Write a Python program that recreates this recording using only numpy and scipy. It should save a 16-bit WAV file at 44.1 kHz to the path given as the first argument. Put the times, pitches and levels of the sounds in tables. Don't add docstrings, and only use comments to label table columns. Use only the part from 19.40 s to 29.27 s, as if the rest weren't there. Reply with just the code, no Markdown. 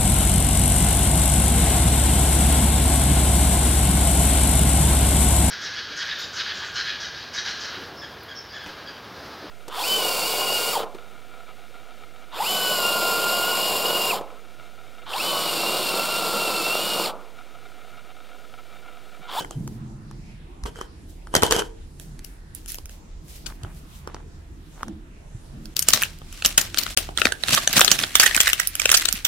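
import sys
import numpy as np
from scipy import signal
from scipy.fft import rfft, irfft
from scipy.io import wavfile

SR = 44100
rng = np.random.default_rng(int(sys.argv[2]) if len(sys.argv) > 2 else 0)


def write(x):
    x = np.atleast_2d(x).T
    wavfile.write(sys.argv[1], SR, np.round(np.clip(x, -1, 1) * 32767).astype(np.int16))


N = 435266

# t/s, level/dB, ring f/Hz, brightness (above 0 tips toward treble), nominal length/ms
FILM_SNAPS = [(2.5989, -29, 10300, 3.5, 2.3), (2.8472, -31, 10600, 7, 3.3), (3.15, -20.5, 9900, 61, 2.1),
              (3.2605, -26, 8500, 1, 1.3), (3.32, -15, 10900, 29, 1.3), (3.345, -21, 12000, 3, 1.9),
              (3.3555, -20.5, 11500, 22, 1.75), (3.4578, -26.5, 8900, 4, 2), (3.4952, -32, 5430, -15, 2.4),
              (4.0658, -27, 4450, 0, 9.7), (4.101, -28, 1490, -17, 1), (6.257, -27, 4830, 7, 2.4),
              (6.3672, -11, 4460, 18, 3), (6.3933, -2.5, 9000, 19, 2.26), (6.426, -16, 8550, 10, 4.5),
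              (6.487, 8, 8850, 9, 2.03), (6.5359, 7, 4460, 6, 2.36), (6.62, -1, 2570, 47, 1.3),
              (6.6254, -6.5, 1680, 29, 2.3), (6.6354, 2, 2730, 3, 1.1), (6.788, -36, 8050, 22, 2.1),
              (6.927, -26, 9900, 3, 2.4), (7.024, -14.5, 2920, -12, 2.5), (7.0496, -2.5, 4170, 3, 2.6),
              (7.054, 1.5, 2960, 14, 1.77), (7.0606, 5.5, 6350, 21, 1.83), (7.1795, 7.5, 7800, 5, 2.7),
              (7.1815, -9.5, 2900, 7.5, 4.9), (7.214, -13.5, 6560, 21, 4.6), (7.345, -9, 2200, -23, 1),
              (7.3744, -7, 3660, -9, 1.7), (7.3866, -12.5, 4400, 19, 5.5), (7.435, -14, 4630, 22, 2.5),
              (7.4656, -18, 1720, -9, 2.9), (7.574, 6.5, 4640, 4, 1.16), (7.5873, -14, 2800, 17, 2.6),
              (7.7755, -6, 3440, -5, 2.15), (7.786, -14.5, 1420, -26, 4.2), (7.8179, -2, 2450, -33, 2.4),
              (7.8547, 1, 2440, -25, 2.68), (7.8695, -5.5, 1800, -44, 1.6), (7.923, -9, 1570, -2.5, 2.57),
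              (8.037, -9, 3730, -20, 2), (8.084, -3, 2710, 0, 0.97), (8.134, -9.5, 3860, 36, 1.24),
              (8.1492, 2, 5670, 18, 1.5), (8.1768, -13, 1210, -8, 12), (8.2763, 0.5, 6250, -8, 2.5),
              (8.33, -9, 4700, 22, 2.4), (8.3395, -10.5, 3830, -18, 1.4), (8.38, -6, 8850, 10, 4.4),
              (8.3948, -1, 1270, 14, 2.94), (8.409, 15.5, 7860, 6, 0.99), (8.414, 18, 3620, -10, 1.23),
              (8.4474, 11.5, 5000, 9.5, 1.1), (8.4799, -6.5, 3350, -12, 3.7), (8.5065, -7, 5570, -12, 1.7),
              (8.5163, 9, 4980, 6.5, 2.12), (8.5904, -12, 2580, 5, 2.2), (8.6373, -8, 3420, -31, 3.2),
              (8.7549, 12.5, 3310, 8, 2), (8.7991, 18, 4650, 3.5, 1.8), (8.806, -16, 4900, -5, 3.4),
              (8.8346, -4.5, 1790, 22, 8.3), (8.8645, -4.5, 1830, 1, 5.6), (8.912, -14, 1700, -13, 3.3),
              (8.9476, -6, 2510, 20, 2.3), (8.9651, 6, 7300, 11, 1.54), (8.977, -11, 1680, -17, 3.4),
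              (9.0046, 5.5, 3400, 9, 2.6), (9.012, -8, 7700, 15, 4.8), (9.072, -1, 1760, -43, 1),
              (9.0792, -4, 2610, 8, 2.1), (9.0909, -8.5, 1820, 40, 2), (9.1326, 1, 3140, 7, 2.1),
              (9.2, -5.5, 1950, 13, 3.3), (9.2734, -3, 9300, 35, 1.84), (9.4184, -5, 4830, -6, 1.5),
              (9.354, -9, 10500, 3.5, 2.25), (9.399, -8.5, 2390, 7, 3.6), (9.4573, 0, 2620, 0.5, 2.9),
              (9.493, -1, 2670, 3, 1.77), (9.501, -4, 5900, -8, 1.8), (9.517, 5.5, 9500, 4, 2.55),
              (9.5288, -12, 1410, -3, 4.6), (9.546, -4.5, 4440, -0.5, 11), (9.573, -7.5, 5700, 26, 8),
              (9.656, -9, 4000, 4, 4.1), (9.6879, -7.5, 4300, -1, 4.9), (9.727, -1, 9250, 10, 1.47),
              (9.8514, -0.5, 3300, 14, 3.16)]
SNAP_BAND_EDGES = [450, 1250, 2200, 4400, 8800, 15000]
# t/s, level/dB, swell/s
FILM_TUGS = [(6.37, -31.5, 0.015), (6.49, -25, 0.021), (6.545, -25, 0.012), (6.63, -32, 0.28),
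             (6.99, -40.5, 0.29), (7.056, -27.5, 0.026), (7.184, -23, 0.011), (7.387, -27.5, 0.047),
             (7.508, -34, 0.28), (7.575, -26, 0.015), (7.79, -28, 0.035), (7.85, -30, 0.036),
             (8.144, -19, 0.12), (8.386, -20, 0.14), (8.515, -26, 0.15), (8.63, -28.5, 0.25),
             (8.803, -18.5, 0.006), (8.862, -25.5, 0.25), (9.008, -23, 0.015), (8.955, -24.5, 0.039),
             (9.079, -24, 0.071), (9.2, -29, 0.045), (9.422, -33, 0.04), (9.575, -24.5, 0.26),
             (9.764, -33, 0.69), (9.86, -28, 0.013)]
# f/Hz, level/dB
FILM_SPECTRUM = [(290, -71), (500, -1), (1100, -10.5), (1600, 1), (7830, -11.5), (15100, -19.5)]
# t/s, f/Hz
CURL_PITCH = [(8.0, 1540), (8.85, 1720), (9.5, 2580), (9.7, 1470)]
# t/s, level/dB, hardness/dB
SHELL_KNOCKS = [(0.0096, -25, -36), (0.0479, -29, -13), (0.1101, -29.5, -0.5), (0.2777, -35.5, 2),
                (0.713, -39, -5), (1.238, -38.5, 6.5), (1.256, -29, -12), (1.261, -27.5, -7),
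                (1.266, -38, -10), (1.359, -38.5, -4), (1.389, -34, -11), (1.4131, -24.5, -7),
                (1.872, -37.5, -5), (1.9411, -15.5, -10), (1.953, -8.5, 2.5), (1.965, -20, 9),
                (1.968, -12.5, -1), (2.023, -22, 6), (2.028, -13.5, -13), (2.0344, -6, -0.5),
                (2.066, -25.5, 8), (2.111, -18, 6.5), (2.124, -12, 5), (2.1648, -16, -1.5),
                (2.1875, -21, -13), (2.194, -20.5, 3), (2.222, -22, -20), (2.793, -50, 12),
                (3.3858, -35.5, 4), (4.235, -39.5, 6), (4.2488, -32, -29), (4.6751, -27, -8),
                (4.746, -29, -3), (5.4319, -31.5, 1.5), (5.483, -32.5, -4), (6.818, -38, -23),
                (7.691, -24.5, -25)]
# f/Hz, level/dB, t60/s
SHELL_MODES = [(452, 6, .048), (660, -3, .02), (947, -5, .025), (1270, -2, .025), (1550, -3, .02),
               (2880, -3, .03), (3100, 1.5, .035), (3420, -6, .025)]
# t/s, level/dB, swell/s
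TOY_JOLTS = [(0.0, -30.5, .01), (.12, -44, 0.037), (1.261, -38, 0.007), (1.37, -43.5, 0.028),
             (1.418, -41.5, 0.1), (1.96, -17.5, 0.019), (2.042, -18.5, 0.029), (2.117, -12, 0.014),
             (2.195, -23.5, 0.055)]
# t/s, level/dB, swell/s
SKIN_STROKES = [(0.0, -50, .01), (.35, -57, 0.87), (1.7, -51, 0.034), (2.612, -47, 0.025),
                (2.863, -49, 0.048), (3.152, -44, 0.009), (3.3, -34.5, 0.033), (3.509, -47, 0.027),
                (3.9, -44.5, 0.059), (3.962, -43, 0.1), (4.068, -41.5, 0.007), (4.383, -51.5, 0.22),
                (4.556, -47.5, 0.14), (5.428, -56, 0.39), (6.254, -55, .12)]
# t/s, level/dB, swell/s
FINGER_SCUFFS = [(4.1, -43, 0.043), (4.26, -45, 0.051), (4.69, -49, 0.087), (4.77, -42, 0.049),
                 (5.43, -46.5, 0.14)]
# t/s, lead/s
LEFT_LEAD = [(0, -.00004), (7.5, 0), (9, .0001)]
# t/s, level/dB
SHOVE_ENVELOPES = [
    [(.15, -39), (.184, -31), (.45, -38.5), (.95, -46.5)],
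    [(5.44, -50), (5.49, -33.5), (5.62, -51)],
    [(6.1, -80), (6.14, -38), (6.3, -42)],
]
# f/Hz, width/Hz
TABLE_MODES = [(135, 32), (200, 32), (320, 20.5)]
# low level/dB, middle level/dB, high level/dB
SHOVE_MODE_MIX = [(-1, -6.5, -13), (-10, -3, -0.5), (-2.5, -0.5, -4.5)]
# t/s, level/dB, f/Hz
HAND_THUMPS = [(0.177, -29, 135), (0.213, -20, 150), (1.236, -24.5, 51.3), (4.24, -27, 98),
               (5.4374, -14.5, 1200), (5.953, -28, 113), (7.861, -17, 249), (8.381, -24, 270),
               (8.971, -27, 255), (9.463, -15.5, 520), (9.745, -29.5, 210)]
# f/Hz, t60/s
ROOM_DECAY = [(400, 0.34), (1500, 0.14), (5000, 0.088), (14000, 0.11)]
# f/Hz, level/dB
ROOM_TONE_SPECTRUM = [(11, -38), (18, -0.5), (81, -11), (108, -16.5), (186, -10), (247, -46), (319, -3.5),
                      (412, -29), (9440, -46), (16200, -63)]
# f/Hz, left-right correlation
ROOM_TONE_LIKENESS = [(60, 0.92), (240, 0.84), (950, -0.25), (3770, 0.11), (15000, -0.24)]
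# f/Hz, level/dB
MACHINE_HUM = [(38, -46.5), (77, -51.5)]
# start t/s, end t/s
DROPOUTS = [(6.343, 6.3485), (6.352, 6.356), (7.5485, 7.566)]

PRE = 256
FILM_FREE_S, FREE_BASS_DB = 8.7, -4


def snaps(length=1024):
    out = np.zeros((2, N))
    rows = FILM_SNAPS + judder()
    noise, chance = rng.standard_normal((len(rows), length)), rng.standard_normal((len(rows), 2))
    for (s, db, hz, brightness, ms), white, (pan, scatter) in zip(rows, noise, chance):
        run_s = max(ms - 1.1, .3) / 1000
        push = burst(white, rise_s=0.66 * run_s, fall_s=0.71 * run_s)
        tone_db = brightness * np.array([-0.67, -0.71, -0.49, 0.2, 0.84]) + [2.0, 9.4, 14.77, 14.7, 3.05]
        tone_db[0] += FREE_BASS_DB * (s > FILM_FREE_S)
        crack = sum(gain * rms_one(band(push, low, high))
                    for gain, low, high in zip(from_db(tone_db), SNAP_BAND_EDGES, SNAP_BAND_EDGES[1:]))
        ring = from_db(-1) * rms_one(resonance(push, hz, .15 * hz))
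        snap = rms_one(rms_one(crack) + ring) * np.sqrt(run_s / 0.00087)
        place(out, s, from_db(db - 18.5) * snap, pan_db=8.7 * pan, scatter_s=.00004 * scatter)
    return out


def judder(start_s=3.2795, gap_s=0.0045, gap_ratio=0.98, count=7):
    db, hz, brightness, ms = -22, 10400, 16, 1.4
    timing, force = rng.standard_normal((count, 2)).T
    gaps = gap_s * gap_ratio ** np.arange(count) * np.exp(0.11 * timing)
    times = start_s + np.cumsum(gaps) - gaps[0]
    return [(s, db + 2 * z, hz, brightness, ms) for s, z in zip(times, force)]


def crackle(crease_decay_s=.0012, crisp_above_db=-28):
    clicks = np.abs(grains(per_s=200, uneven_db=4, clump_db=5))
    flares = signal.lfilter([1], [1, -np.exp(-1 / (crease_decay_s * SR))], clicks)
    pull = swells(FILM_TUGS, fade_s=0.13)
    crisp = pull / (pull + from_db(crisp_above_db))
    creases = (crisp * rms_one(flares) + 0.38) * rng.standard_normal((2, 2, N))
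    film = noise_bands(creases, FILM_SPECTRUM, [(1500, 0.41), (16000, 0)], flicker_db=-1, low_hz=376.6)
    thin = signal.sosfilt(signal.butter(6, 1250, "high", fs=SR, output="sos"), film)
    thin = thin + from_db(-7) * curl_ring(thin) + crisp * facet_pops()
    free = np.arange(N) > FILM_FREE_S * SR
    body = 0.36 * from_db(FREE_BASS_DB * free)
    hollow = from_db(-8) * rms_one(band(creases[0, 0], 85, 290)) * ~free
    return pull * from_db(1) * (thin + body * (film - thin + hollow))


def curl_ring(x, width_hz=113, block=256):
    hz = curve(CURL_PITCH)
    out, state = np.zeros_like(x), np.zeros((2, 2))
    for i in range(0, N, block):
        out[:, i:i + block], state = signal.lfilter(*resonator(hz[i], width_hz), x[:, i:i + block],
                                                    zi=state)
    return out


def facet_pops(count=18, t60_cycles=14, spread_s=0.00013):
    clicks = grains(per_s=650, uneven_db=3.5, clump_db=5)[0]
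    facet = rng.integers(0, count, N)
    out = np.zeros((2, N))
    for k, (hz, lead) in enumerate(zip(np.geomspace(1400, 13000, count), rng.standard_normal(count))):
        width_hz = np.log(1000) / np.pi * hz / t60_cycles
        flips = clicks * (facet == k) + 1e-12
        ring = from_db(at_hz(FILM_SPECTRUM, hz)) * hz * resonance(flips, hz, width_hz)
        out += [ring, np.roll(ring, round(lead * spread_s * SR))]
    return rms_one(out)


def knocks(loose_from_s=1.0, loose_until_s=4.0, length=4096):
    out = np.zeros((2, N))
    noise = rng.standard_normal((len(SHELL_KNOCKS), length))
    chance = rng.standard_normal((len(SHELL_KNOCKS), len(SHELL_MODES) + 2))
    blow = 1. * (np.arange(length) == PRE)
    for (s, db, hard_db), white, luck in zip(SHELL_KNOCKS, noise, chance):
        push = burst(white, rise_s=0.001, fall_s=0.00044)
        thud = from_db(4.5) * rms_one(band(push, 68, 1060)) + rms_one(band(push, 616, 1410))
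        tick = from_db(hard_db + 4.5) * rms_one(band(push, 2000, 8700))
        if loose_from_s < s < loose_until_s:
            ring = shell(blow, 2 * luck, hard_db)
        else:
            ring = shell(blow, 2 * luck, hard_db=-30, decay_scale=.45)
        knock = from_db(-3.5) * rms_one(ring) + thud + tick
        place(out, s, from_db(db - 22) * knock, pan_db=1.2 * luck[-1], scatter_s=0.00025 * luck[-2])
    return out


def shell(push, strike_db, hard_db, decay_scale=1):
    out = 0
    for k, ((hz, db, t60), extra_db) in enumerate(zip(SHELL_MODES, strike_db)):
        tilt_db = 0.44 * hard_db * max(np.log10(hz / 1500), 0)
        mode = resonance(push, hz, width_hz=np.log(1000) / np.pi / t60 / decay_scale)
        out = out + (-1) ** k * from_db(db + extra_db + tilt_db) * np.sqrt(t60) * mode
    return out


def skitter():
    bounces = grains(per_s=1200, uneven_db=0.6, clump_db=6.2)
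    ring = rms_one(shell(bounces, np.zeros(len(SHELL_MODES)), hard_db=0))
    clatter = rms_one(band(bounces, 300, 8600))
    rattle = rms_one(stereo(from_db(5) * ring + clatter, width=0.39))
    return swells(TOY_JOLTS, fade_s=0.063) * from_db(-0.5) * rattle


def slides():
    friction = rng.standard_normal((2, N)) + grains(per_s=500, uneven_db=4.5, clump_db=2.5)[0]
    hiss = band(band(friction, 1530, 22500), 1500, 22000)
    sheen = from_db(-17) * resonance(friction, 6200, 4200)
    return swells(SKIN_STROKES, fade_s=0.11) * from_db(drift(33)) * rms_one(hiss + sheen)


def scuffs():
    slips = stereo(grains(per_s=550, uneven_db=3.1, clump_db=4), width=0.47)
    return swells(FINGER_SCUFFS, fade_s=0.066) * rms_one(band(slips, 520, 1580))


def table_drone():
    white, out = rng.standard_normal((2, N)), 0
    modes = [resonance(resonance(white, hz, width), hz, 2 * width) for hz, width in TABLE_MODES]
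    for envelope, mix_db in zip(SHOVE_ENVELOPES, SHOVE_MODE_MIX):
        drone = sum(from_db(db) * mode for db, mode in zip(mix_db, modes))
        out = out + from_db(curve(envelope, left=-120, right=-120)) * rms_one(stereo(drone, width=0.16))
    return out


def thumps():
    out, t = np.zeros((2, N)), np.arange(8192) / SR
    for s, db, hz in HAND_THUMPS:
        cycles = hz * t
        thump = np.sin(2 * np.pi * cycles) * cycles * np.exp(-cycles / 0.63)
        add(out, s, from_db(db) * thump / np.max(np.abs(thump)) * [[1], [1]])
    return out


def echoes(x):
    t = np.arange(int(.6 * SR)) / SR
    white, edges = rng.standard_normal((2, len(t))), 125 * 2 ** np.arange(8.)
    tail = sum(band(white, low, high) * from_db(-60 * t / at_hz(ROOM_DECAY, np.sqrt(low * high)))
               for low, high in zip(edges, edges[1:]))
    tail *= 1 - np.exp(-t / 0.00029)
    tail /= np.sqrt(np.sum(tail ** 2) / 2)
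    return signal.fftconvolve(x, tail, axes=1)[:, :N]


def room_tone():
    white = rng.standard_normal((2, 2, N))
    return noise_bands(white, ROOM_TONE_SPECTRUM, ROOM_TONE_LIKENESS, flicker_db=4, low_hz=21.65)


def hum():
    white = rng.standard_normal(N)
    return sum(from_db(db) * rms_one(resonance(white, hz, width_hz=1.6)) for hz, db in MACHINE_HUM)


def from_db(db):
    return 10 ** (np.asarray(db) / 20)


def rms_one(x):
    return x / np.sqrt(np.mean(x ** 2) + 1e-20)


def curve(rows, **outside):
    return np.interp(np.arange(N) / SR, *np.transpose(rows), **outside)


def at_hz(points, hz):
    freqs, values = np.transpose(points)
    return np.interp(np.log(hz), np.log(freqs), values)


def band(x, low_hz, high_hz):
    sos = signal.butter(2, [low_hz, min(high_hz, .45 * SR)], "band", fs=SR, output="sos")
    return signal.sosfilt(sos, x)


def resonator(hz, width_hz):
    r = np.exp(-np.pi * width_hz / SR)
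    return np.array([1, 0, -1]) * (1 - r * r) / 2, [1, -2 * r * np.cos(2 * np.pi * hz / SR), r * r]


def resonance(x, hz, width_hz):
    return signal.lfilter(*resonator(hz, width_hz), x)


def drift(rate):
    return np.interp(np.arange(N) / SR * rate % 399, np.arange(400), rng.standard_normal(400))


def grains(per_s, uneven_db, clump_db):
    when, size, sign = rng.random((3, 2, N), dtype=np.float32)
    born = when < per_s * from_db(clump_db * drift(35)) / SR
    out = np.full(born.shape, 1e-9)
    out[born] = from_db(uneven_db * np.minimum(-np.log(1 - size[born]), 5)) * np.sign(sign[born] - .5)
    return out


def burst(noise, rise_s, fall_s):
    t = (np.arange(len(noise)) - PRE) / SR
    return noise * np.exp(np.where(t < 0, t / rise_s, -t / fall_s))


def swells(events, fade_s):
    t, power = np.arange(0, N + 32, 32) / SR, 0
    for s, db, swell_s in events:
        slope = np.where(t < s, (t - s) / max(swell_s, .002), (s - t) / fade_s)
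        power = power + from_db(db + 20 * slope) ** 2
    return np.interp(np.arange(N) / SR, t, np.sqrt(power))


def noise_bands(noise, spectrum, likeness, flicker_db, low_hz):
    mids, sides = 0, 0
    edges = low_hz * 2 ** np.arange(0, np.log2(25000 / low_hz), .5)
    for k, (low, high) in enumerate(zip(edges, edges[1:])):
        hz = np.sqrt(low * high)
        gain = from_db(at_hz(spectrum, hz) + flicker_db * drift(9.9))
        mid, side = gain * band(noise[k % 2], low, high)
        alike = at_hz(likeness, hz)
        mids, sides = mids + np.sqrt(1 + alike) * mid, sides + np.sqrt(1 - alike) * side
    return rms_one(stereo((mids, sides), width=1))


def stereo(mid_side, width):
    mid, side = mid_side
    return mid + width * side * [[1], [-1]]


def place(out, s, sound, pan_db, scatter_s):
    lead = (np.interp(s, *np.transpose(LEFT_LEAD)) + scatter_s) * SR
    spectrum = rfft(sound)
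    w = 2 * np.pi * np.arange(len(spectrum)) / len(sound)
    pair = [from_db(side * pan_db / 2) * irfft(spectrum * np.exp(-1j * w * (16 - side * lead / 2)))
            for side in (1, -1)]
    add(out, s, np.array(pair))


def add(out, s, pair):
    start = round(s * SR) - PRE - 16
    pair = pair[:, max(-start, 0):N - start]
    start = max(start, 0)
    out[:, start:start + pair.shape[1]] += pair


def scene():
    hits = snaps() + knocks() + skitter()
    bed = (from_db(-43) * room_tone() + hum() + table_drone() + thumps()) * from_db([[-.7], [.7]])
    return hits + from_db(-10) * echoes(hits) + crackle() + slides() + scuffs() + bed


def record(dry, mic_rolloff_hz=14700, fade_in_s=0.0023, stopband_hz=16765):
    t = np.arange(N) / SR
    gate = np.prod([np.where(t < start, 1, np.clip((t - end) / fade_in_s, 0, 1))
                    for start, end in DROPOUTS], axis=0)
    softened = signal.sosfilt(signal.butter(2, mic_rolloff_hz, fs=SR, output="sos"), dry)
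    overloaded = np.clip(softened, -1, 1)
    top_cut = signal.cheby2(12, 60, stopband_hz, fs=SR, output="sos")
    return np.clip(signal.sosfilt(top_cut, overloaded * gate), -1, 1)


dry = scene()
out = record(dry)
write(out)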